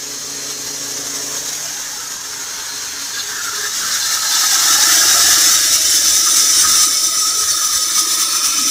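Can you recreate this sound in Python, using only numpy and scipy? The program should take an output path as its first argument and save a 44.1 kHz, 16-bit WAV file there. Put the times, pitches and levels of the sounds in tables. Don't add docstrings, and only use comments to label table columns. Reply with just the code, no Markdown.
import sys
import numpy as np
from scipy import signal
from scipy.fft import rfft, irfft
from scipy.io import wavfile
from scipy.ndimage import uniform_filter1d, minimum_filter1d

SR = 44100
rng = np.random.default_rng(int(sys.argv[2]) if len(sys.argv) > 2 else 0)


def persist_wave(psi):
    counts = np.round(np.clip(psi, -1, 1) * 32767).astype(np.int16)
    wavfile.write(sys.argv[1], SR, np.atleast_2d(counts).T)


N = 383669

# (time [s], engine firings [per s], laps of the band [per s])
MACHINE_SPEED = [(0, 28.24, 6.29), (1.15, 27.92, 6.15), (1.65, 29.77, 6.555), (2.5, 26.55, 6.014),
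                 (3.5, 23.96, 5.282), (5, 22.16, 5.019), (6.5, 20.19, 4.514), (7.5, 20.2, 4.278),
                 (8.7, 18.71, 4.259)]
# (time [s], place [0 far, 1 facing the band, 2 beside the
SAW_PLACE = [(0, 0), (3, 0), (3.7, .62), (4.3, 1), (5.35, 1), (5.9, 1.5), (7.1, 2.05), (8.7, 1.9)]

# (time [s], level [dB])
SQUEAL_LEVEL = [(0.0, -27.5), (1.42, -23.5), (2.1, -27.5), (3.05, -26.5), (3.5, -24.5), (4.03, -19),
                (4.26, -19), (4.4, -15.5), (4.85, -12.0), (5.52, -11), (5.62, -14), (6.3, -13), (6.8, -11),
                (6.93, -16), (7.88, -17.5), (8.03, -16.0), (8.25, -18.0), (8.7, -16.0)]
# (time [s], grinding [dB], fizz of the teeth [dB])
CONTACT_PRESSURE = [(0, -9, -13), (1.4, -10, -12), (3.1, -6.5, -11.5), (4.4, -8.5, -10.5), (4.9, -8.5, -10),
                    (7.3, -12, -11), (8.2, -8.7, -8), (8.7, -10.5, -11)]
# (frequency [Hz], relative density [dB per Hz])
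HISS_FAR = [(100, -22.5), (300, -16), (520, -14.5), (750, -15), (1000, -10), (1750, -10), (2500, -17.5),
            (3800, -12), (4800, -10), (5400, -1), (6400, 0.5), (7300, -6.5), (9700, -21.5), (15500, -25)]
HISS_FACING = [(100, -31.5), (500, -25), (1000, -23.5), (1950, -11), (2500, -19.5), (3300, -14),
               (3700, -20), (4800, -8.5), (5300, -1.5), (6200, -2), (7800, -7.5), (8400, -14.5),
               (9800, -20.5), (15500, -21)]
HISS_BESIDE = [(100, -28.5), (800, -30), (1900, -20.5), (2800, -22.5), (3700, -17.5), (4800, -18.5),
               (5300, -7.5), (6250, -7.5), (6800, -10), (7600, -8.5), (8250, -21), (9100, -12.5),
               (10800, -17.5), (12000, -27.5), (15300, -17.5)]
# (frequency [Hz], width [Hz], relative level [dB])
BAND_MODES_FAR = [(1680, 74, -10.5), (3170, 120, -19), (6530, 140, 1.5), (7330, 170, -5.5), (7970, 110, -9),
                  (9100, 340, -18)]
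# (frequency [Hz], width [Hz], relative level [dB])
BAND_MODES_NEAR = [(1990, 77, -16.5), (2230, 45, -14), (2270, 36, -20), (3060, 40, -8), (3530, 87, -6),
                   (3694, 24, -2), (3930, 100, -9), (4100, 110, -14), (4500, 97, -11), (5203, 230, -0.5),
                   (5540, 45, 4), (5816, 130, 1.5), (6055, 70, 7), (6260, 94, -1), (7200, 88, -2),
                   (7610, 42, -15), (7560, 120, -11), (7910, 33, -1.5), (8460, 36, -4.5), (8700, 210, -13),
                   (9020, 190, -5), (10840, 430, -13), (11750, 130, -18), (12100, 120, -21),
                   (13130, 230, -14), (13900, 200, -34), (15050, 400, -22)]
# (frequency [Hz], width [Hz], relative level [dB])
BAND_MODES_FACING = [(2070, 60, -16), (2834, 130, -12), (3050, 60, -10.5), (3520, 130, -6.5),
                     (3840, 88, -2.5), (4330, 100, -5), (4660, 94, -8.5)]
WELD_SURGE_DB, HALF_LAP_SURGE_DB = (1.16, 4), (0.94, 1.1)

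# (time [s], level [dB])
RING_LEVEL = [(1.2, -60), (1.7, -39), (3.1, -37.5), (3.3, -29), (4.1, -27.5), (4.8, -21.5), (5.45, -23.5),
              (5.9, -38), (6.75, -26), (7.6, -29), (8.7, -31)]
# (time [s], change [dB], half length [s])
RING_FLARES = [(3.18, 7.5, 0.026), (3.27, -5, 0.029), (3.665, 4, 0.017), (3.733, -6, 0.053),
               (4.3, -6, .015), (4.762, 2.5, .02), (6.28, 7, 0.018), (6.649, 9.5, .03), (7.003, -9, 0.092),
               (7.29, 0, 0.021), (7.627, 5, 0.032), (7.86, -3.5, 0.044), (7.995, 4.5, .02),
               (8.36, 4.5, 0.018)]
# (frequency [Hz], width [Hz], far [dB], facing [dB], beside [dB]), levels relative
BENDING_MODES = [(1270, 50, -18, -2, 12), (1319, 80, -14, 3, 1), (1445, 270, 1, -7, -54),
                 (1624, 70, 7, 2.5, -10), (1753, 124, -2, -1.5, -6)]

# (time [s], peak level [dB], half length [s])
GUIDE_GRAZES = [(3.153, -27, 0.018), (3.202, -20.5, 0.016), (3.57, -30, 0.033), (4.035, -23.5, 0.035),
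                (4.349, -18.5, .03)]
# (frequency [Hz], width [Hz], relative level [dB])
GUIDE_MODES = [(2860, 130, -16), (3550, 100, 7), (4120, 160, 5.5), (4660, 180, 2)]
# (start [s], end [s], frequency [Hz], level [dB])
GUIDE_WHINES = [(.15, .7, 4200, -36), (2.5, 3.2, 4200, -37), (3.9, 4.69, 4140, -29), (6.3, 8.7, 4415, -34)]
WHINE_FADE_S, WHINE_WIDTH_HZ = .2, 135
# (time [s], centre frequency [Hz], level [dB])
RASP_PATH = [(0, 600, -57), (1.3, 626, -45), (1.85, 930, -45.5), (3.9, 934, -50), (4.35, 870, -33.5),
             (5.2, 706, -34), (5.9, 596, -45.5), (8.7, 604, -48.5)]

# (time [s], level [dB])
EXHAUST_LEVEL = [(0, -40.5), (1.3, -37), (1.68, -47.5), (3.1, -44.5), (4.2, -49), (4.9, -34.5), (5.35, -35),
                 (5.7, -41), (6.65, -37.5), (7.75, -48.5), (8.0, -37.5), (8.7, -45)]
# (time [s], share of clean firing [dB], tilt of the pulses [dB per octave])
THROTTLE_MIX = [(0, -1.5, -1), (1.0, -1.5, -.5), (1.25, -2, 1), (1.5, 3, -0.5), (1.67, -1, -8),
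                (1.78, -6.5, -7.5), (3.5, -15.5, -9.5), (5.3, -12, -9), (6.3, -15, -3)]
# (multiple of the firing rate, level before the tilt [dB])
FIRING_ORDERS = [(2, -30), (4, -22), (5, -2.5), (7, -28), (8, -28), (9, -4), (10, 0), (11, -21), (12, -15),
                 (13, -5.5), (15, 0.5), (16, -7), (17, -7), (18, -14), (19, -5), (21, -9)]
# (frequency [Hz], width setting [Hz], far [dB], facing [dB], beside [dB]), levels relative
SILENCER_MODES = [(112.5, 7.5, -4, -3, -11), (144, 44, -2, -23, -9), (199, 42, -8, -18, -10),
                  (281.4, 21, 8.5, -16, 6), (321.4, 50, -27, 8.5, 12.5), (361, 55, -30, 1, -16),
                  (415, 23, 8.5, -6, 4), (636, 77, -31, -3, -9)]

# (time [s], frequency [Hz],
# width [Hz], peak level [dB], half length [s])
FRAME_KNOCKS = [(3.28, 415, 18, -44, 0.079), (3.602, 412, 15, -38, 0.083), (3.857, 203, 56, -48, .12),
                (5.247, 109, 9.3, -45, 0.2), (6.17, 52, 25, -44, .04), (6.68, 190, 130, -37.5, 0.051),
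                (7.4, 414, 40, -40, 0.053), (7.766, 58, 25, -43, .03), (8.25, 1075, 150, -41, 0.45),
                (8.508, 2490, 230, -33, 0.27), (8.64, 274, 46, -33.5, 0.085)]
# (frequency [Hz], relative density [dB per Hz])
RUMBLE_COLOUR = [(20, -21), (35, -11), (55, -1), (90, 6), (130, -5), (200, 0), (300, 1), (600, -22)]
# (start [s], end [s], level [dB])
CARRIAGE_ROLLS = [(4.72, 6.22, -48.5), (6.55, 6.78, -45), (7.42, 7.55, -46)]
# (frequency [Hz], relative density [dB per Hz])
ROLLING_COLOUR = [(20, -13.5), (35, -14), (55, -1), (85, 7), (120, -10), (200, -11), (400, -16), (800, -45)]
ROLL_FADE_S = 0.043
SHAKE_FAR_DB, SHAKE_NEAR_DB = -52.5, -52
WOBBLE_DB = 1

CEILING, EDGE_HZ = .92, 15560
SIZE, HOP = 4096, 1024
TIME = np.arange(N) / SR
FRAMES = np.arange(N // HOP + 5) * HOP / SR
BINS = np.fft.rfftfreq(SIZE, 1 / SR)


def amp(db):
    return 10 ** (np.asarray(db) / 20)


def evened(x):
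    return x / np.sqrt(np.mean(x ** 2) + 1e-20)


def steadied(x, size):
    strength = uniform_filter1d(uniform_filter1d(x ** 2, size), size)
    return x / np.sqrt(abs(strength) + 1e-12)


def follow(rows, t):
    s, *columns = np.transpose(rows)
    return [np.interp(t, s, c) for c in columns]


def by_place(far, near):
    place, = follow(SAW_PLACE, TIME)
    return np.interp(place, [0, 2], [far, near])


def swell(s, half):
    return np.exp(-((TIME - s) / half) ** 2)


def held(start, end, fade):
    return (np.tanh((TIME - start) / fade) - np.tanh((TIME - end) / fade)) / 2


def bump(turns, at, width):
    distance = (turns - at + .5) % 1 - .5
    return np.exp(-(distance / width) ** 2)


def wander(rate_hz):
    hz = np.fft.rfftfreq(N, 1 / SR)
    size = np.searchsorted(hz, 2 * rate_hz)
    spectrum = rfft(rng.standard_normal(2 ** 13))[:size]
    slow = irfft(spectrum / (1 + (hz[:size] / rate_hz) ** 4), 2 ** 13)
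    return evened(np.interp(TIME, np.linspace(0, TIME[-1], len(slow)), slow))


def colour(points):
    hz, db = np.transpose(points)
    return amp(np.interp(np.log(BINS + 1), np.log(hz), db)) ** 2


def peak(hz, width):
    return 1 / (1 + 2 * ((BINS - hz) / width) ** 2) ** 2


def ringing(modes):
    return sum(amp(db) ** 2 * peak(hz, width) for hz, width, db in modes)


def noise(power):
    a, b = rng.standard_normal((2, len(FRAMES), len(BINS)))
    z = (a + 1j * b) * np.sqrt(power / power.sum(-1, keepdims=True))
    return evened(signal.istft(z.T, nperseg=SIZE, noverlap=SIZE - HOP)[1][:N])


def along_path(powers):
    place, = follow(SAW_PLACE, FRAMES)
    place = np.clip(place, 0, 2)[:, None]
    return sum(np.maximum(1 - abs(place - k), 0) * p / p.sum() for k, p in enumerate(powers))


def moving_modes(rows):
    hz, width, *levels = np.transpose(rows)
    return along_path([ringing(zip(hz, width, db)) for db in levels])


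def reflections(strength, longest_s, drift_s, count=24):
    place, = follow(SAW_PLACE, FRAMES)
    comb = 0
    for length, drift in rng.random((count, 2)):
        delay = longest_s * (.25 + .75 * length) + drift_s * (drift - .5) * place
        comb = comb + np.cos(2 * np.pi * np.outer(delay, BINS))
    return np.exp(strength * comb * np.sqrt(2 / count))


def patches(depth_db, order=3, size=4):
    field = rng.standard_normal((len(FRAMES), len(BINS)))
    smooth = uniform_filter1d(uniform_filter1d(field, order, 0), size, 1)
    return amp(depth_db * evened(smooth)) ** 2


def band_hiss(laps):
    squeal_db, = follow(SQUEAL_LEVEL, TIME)
    grind_db, fizz_db = follow(CONTACT_PRESSURE, FRAMES)
    near_modes = ringing(BAND_MODES_NEAR)
    far = colour(HISS_FAR) + ringing(BAND_MODES_FAR)
    facing = colour(HISS_FACING) + ringing(BAND_MODES_FACING) + amp(-6.5) ** 2 * near_modes
    beside = colour(HISS_BESIDE) + near_modes
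    power = along_path([far, facing, beside])
    power = power * reflections(strength=0.39, longest_s=.035, drift_s=0.001187)
    power = power * patches(depth_db=3.0)

    ranges_hz = [(2200, 4500), (4500, 8500), (9500, 15500)]
    grind, squeal, fizz = (power[:, (BINS > lo) & (BINS < hi)].sum(1) for lo, hi in ranges_hz)
    grind_gain = (amp(grind_db) ** 2 * squeal / grind)[:, None]
    fizz_gain = (amp(fizz_db) ** 2 * squeal / fizz)[:, None]
    power = power * grind_gain ** np.interp(BINS, [1470, 2270, 4470, 5340], [0, 1, 1, 0])
    power = power * fizz_gain ** np.interp(BINS, [7500, 10000], [0, 1])
    whole = np.interp(TIME, FRAMES, np.sqrt(power.sum(1) / squeal))

    weld_db = by_place(*WELD_SURGE_DB) * bump(laps, 0.66, 0.12)
    half_lap_db = by_place(*HALF_LAP_SURGE_DB) * bump(laps, 0.24, 0.17)
    flutter_db = 0.56 * wander(57) + 0.85 * wander(10.5)
    surge = steadied(amp(weld_db + half_lap_db + flutter_db), size=7000)
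    return amp(squeal_db) * whole * surge * steadied(noise(power), size=2500)


def band_ring(laps):
    ring_db, = follow(RING_LEVEL, TIME)
    flare_db = sum(db * swell(s, half) for s, db, half in RING_FLARES)
    lap_db = 2.2 * bump(laps, 0.65, 0.19) + 2.3 * bump(laps, 0.2, 0.095)
    chatter = evened(amp(lap_db + 2.04 * wander(29)))
    power = moving_modes(BENDING_MODES) * patches(depth_db=4.0) * patches(depth_db=3.5, size=14)
    return amp(ring_db + flare_db) * chatter * steadied(noise(power), size=1200)


def grazes():
    stroke = sum(amp(db) * swell(s, half) for s, db, half in GUIDE_GRAZES)
    return stroke * noise(ringing(GUIDE_MODES))


def guide_whine():
    whine = 0
    for start, end, hz, db in GUIDE_WHINES:
        whine = whine + amp(db) * held(start, end, WHINE_FADE_S) * noise(peak(hz, WHINE_WIDTH_HZ))
    return amp(2.5 * wander(17)) * whine


def rasp():
    hz, _ = follow(RASP_PATH, FRAMES)
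    _, db = follow(RASP_PATH, TIME)
    power = peak(hz[:, None], 0.18 * hz[:, None]) * patches(depth_db=7.0)
    return amp(db + 2.0 * wander(38)) * noise(power)


def engine(cycles):
    exhaust_db, = follow(EXHAUST_LEVEL, TIME)
    clean_db, tilt_db = follow(THROTTLE_MIX, TIME)
    clean = np.minimum(amp(clean_db), .97)
    turns = cycles - .85 + .003 * wander(13)
    firing = np.zeros(N)
    for k, db in FIRING_ORDERS:
        phase = round(k) * turns - .012 * (k - 11) ** 2
        firing += amp(db + tilt_db * np.log2(k / 10)) * np.cos(2 * np.pi * phase)
    firing = firing / np.sqrt(sum(amp(db) ** 2 for _, db in FIRING_ORDERS) / 2)
    pops = evened(bump(cycles, .66, 0.011))
    puffs = evened((0.2 + bump(cycles, 0.74, 0.17)) * rng.standard_normal(N))
    chuffs = silencer((0.091 * pops + puffs) * amp(2.2 * wander(14)))
    return amp(exhaust_db) * (clean * firing + amp(-2.0) * np.sqrt(1 - clean ** 2) * chuffs)


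def silencer(drive):
    place, = follow(SAW_PLACE, TIME)
    out = np.zeros(N)
    for hz, width, *levels_db in SILENCER_MODES:
        b, a = signal.iirpeak(hz, hz / (1.11 * width), SR)
        rung = signal.lfilter(b, a, signal.lfilter(b, a, drive))
        out += amp(np.interp(place, range(3), levels_db)) * evened(rung)
    return steadied(out, size=7000)


def knocks():
    out = np.zeros(N)
    for s, hz, width, db, half in FRAME_KNOCKS:
        out += amp(db) * swell(s, half) * steadied(noise(peak(hz, width)), size=3000)
    return out


def frame(laps):
    shake_db = by_place(SHAKE_FAR_DB, SHAKE_NEAR_DB) + 1.0 * wander(7.9)
    shake = amp(shake_db) * noise(colour(RUMBLE_COLOUR) * patches(depth_db=0.5))
    roll_gain = sum(amp(db) * held(start, end, ROLL_FADE_S) for start, end, db in CARRIAGE_ROLLS)
    roll = roll_gain * noise(colour(ROLLING_COLOUR))
    wobble = evened(amp(WOBBLE_DB * bump(laps, .66, 0.16)))
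    return (shake + roll) * wobble


def scene():
    cycles, laps = np.cumsum(follow(MACHINE_SPEED, TIME), axis=1) / SR
    band = band_hiss(laps) + band_ring(laps) + grazes() + guide_whine() + rasp()
    mill = band + engine(cycles) + knocks() + frame(laps)
    return np.array([mill, mill])


def record(dry):
    room = np.minimum(CEILING / (abs(dry).max(0) + 1e-9), 1)
    lowest = minimum_filter1d(room, size=240)
    gain = uniform_filter1d(uniform_filter1d(lowest, size=120), size=120)
    edge = signal.firwin(601, EDGE_HZ, window=("kaiser", 9), fs=SR)
    return signal.oaconvolve(dry * gain, edge[None], "same")


dry = scene()
out = record(dry)
persist_wave(out)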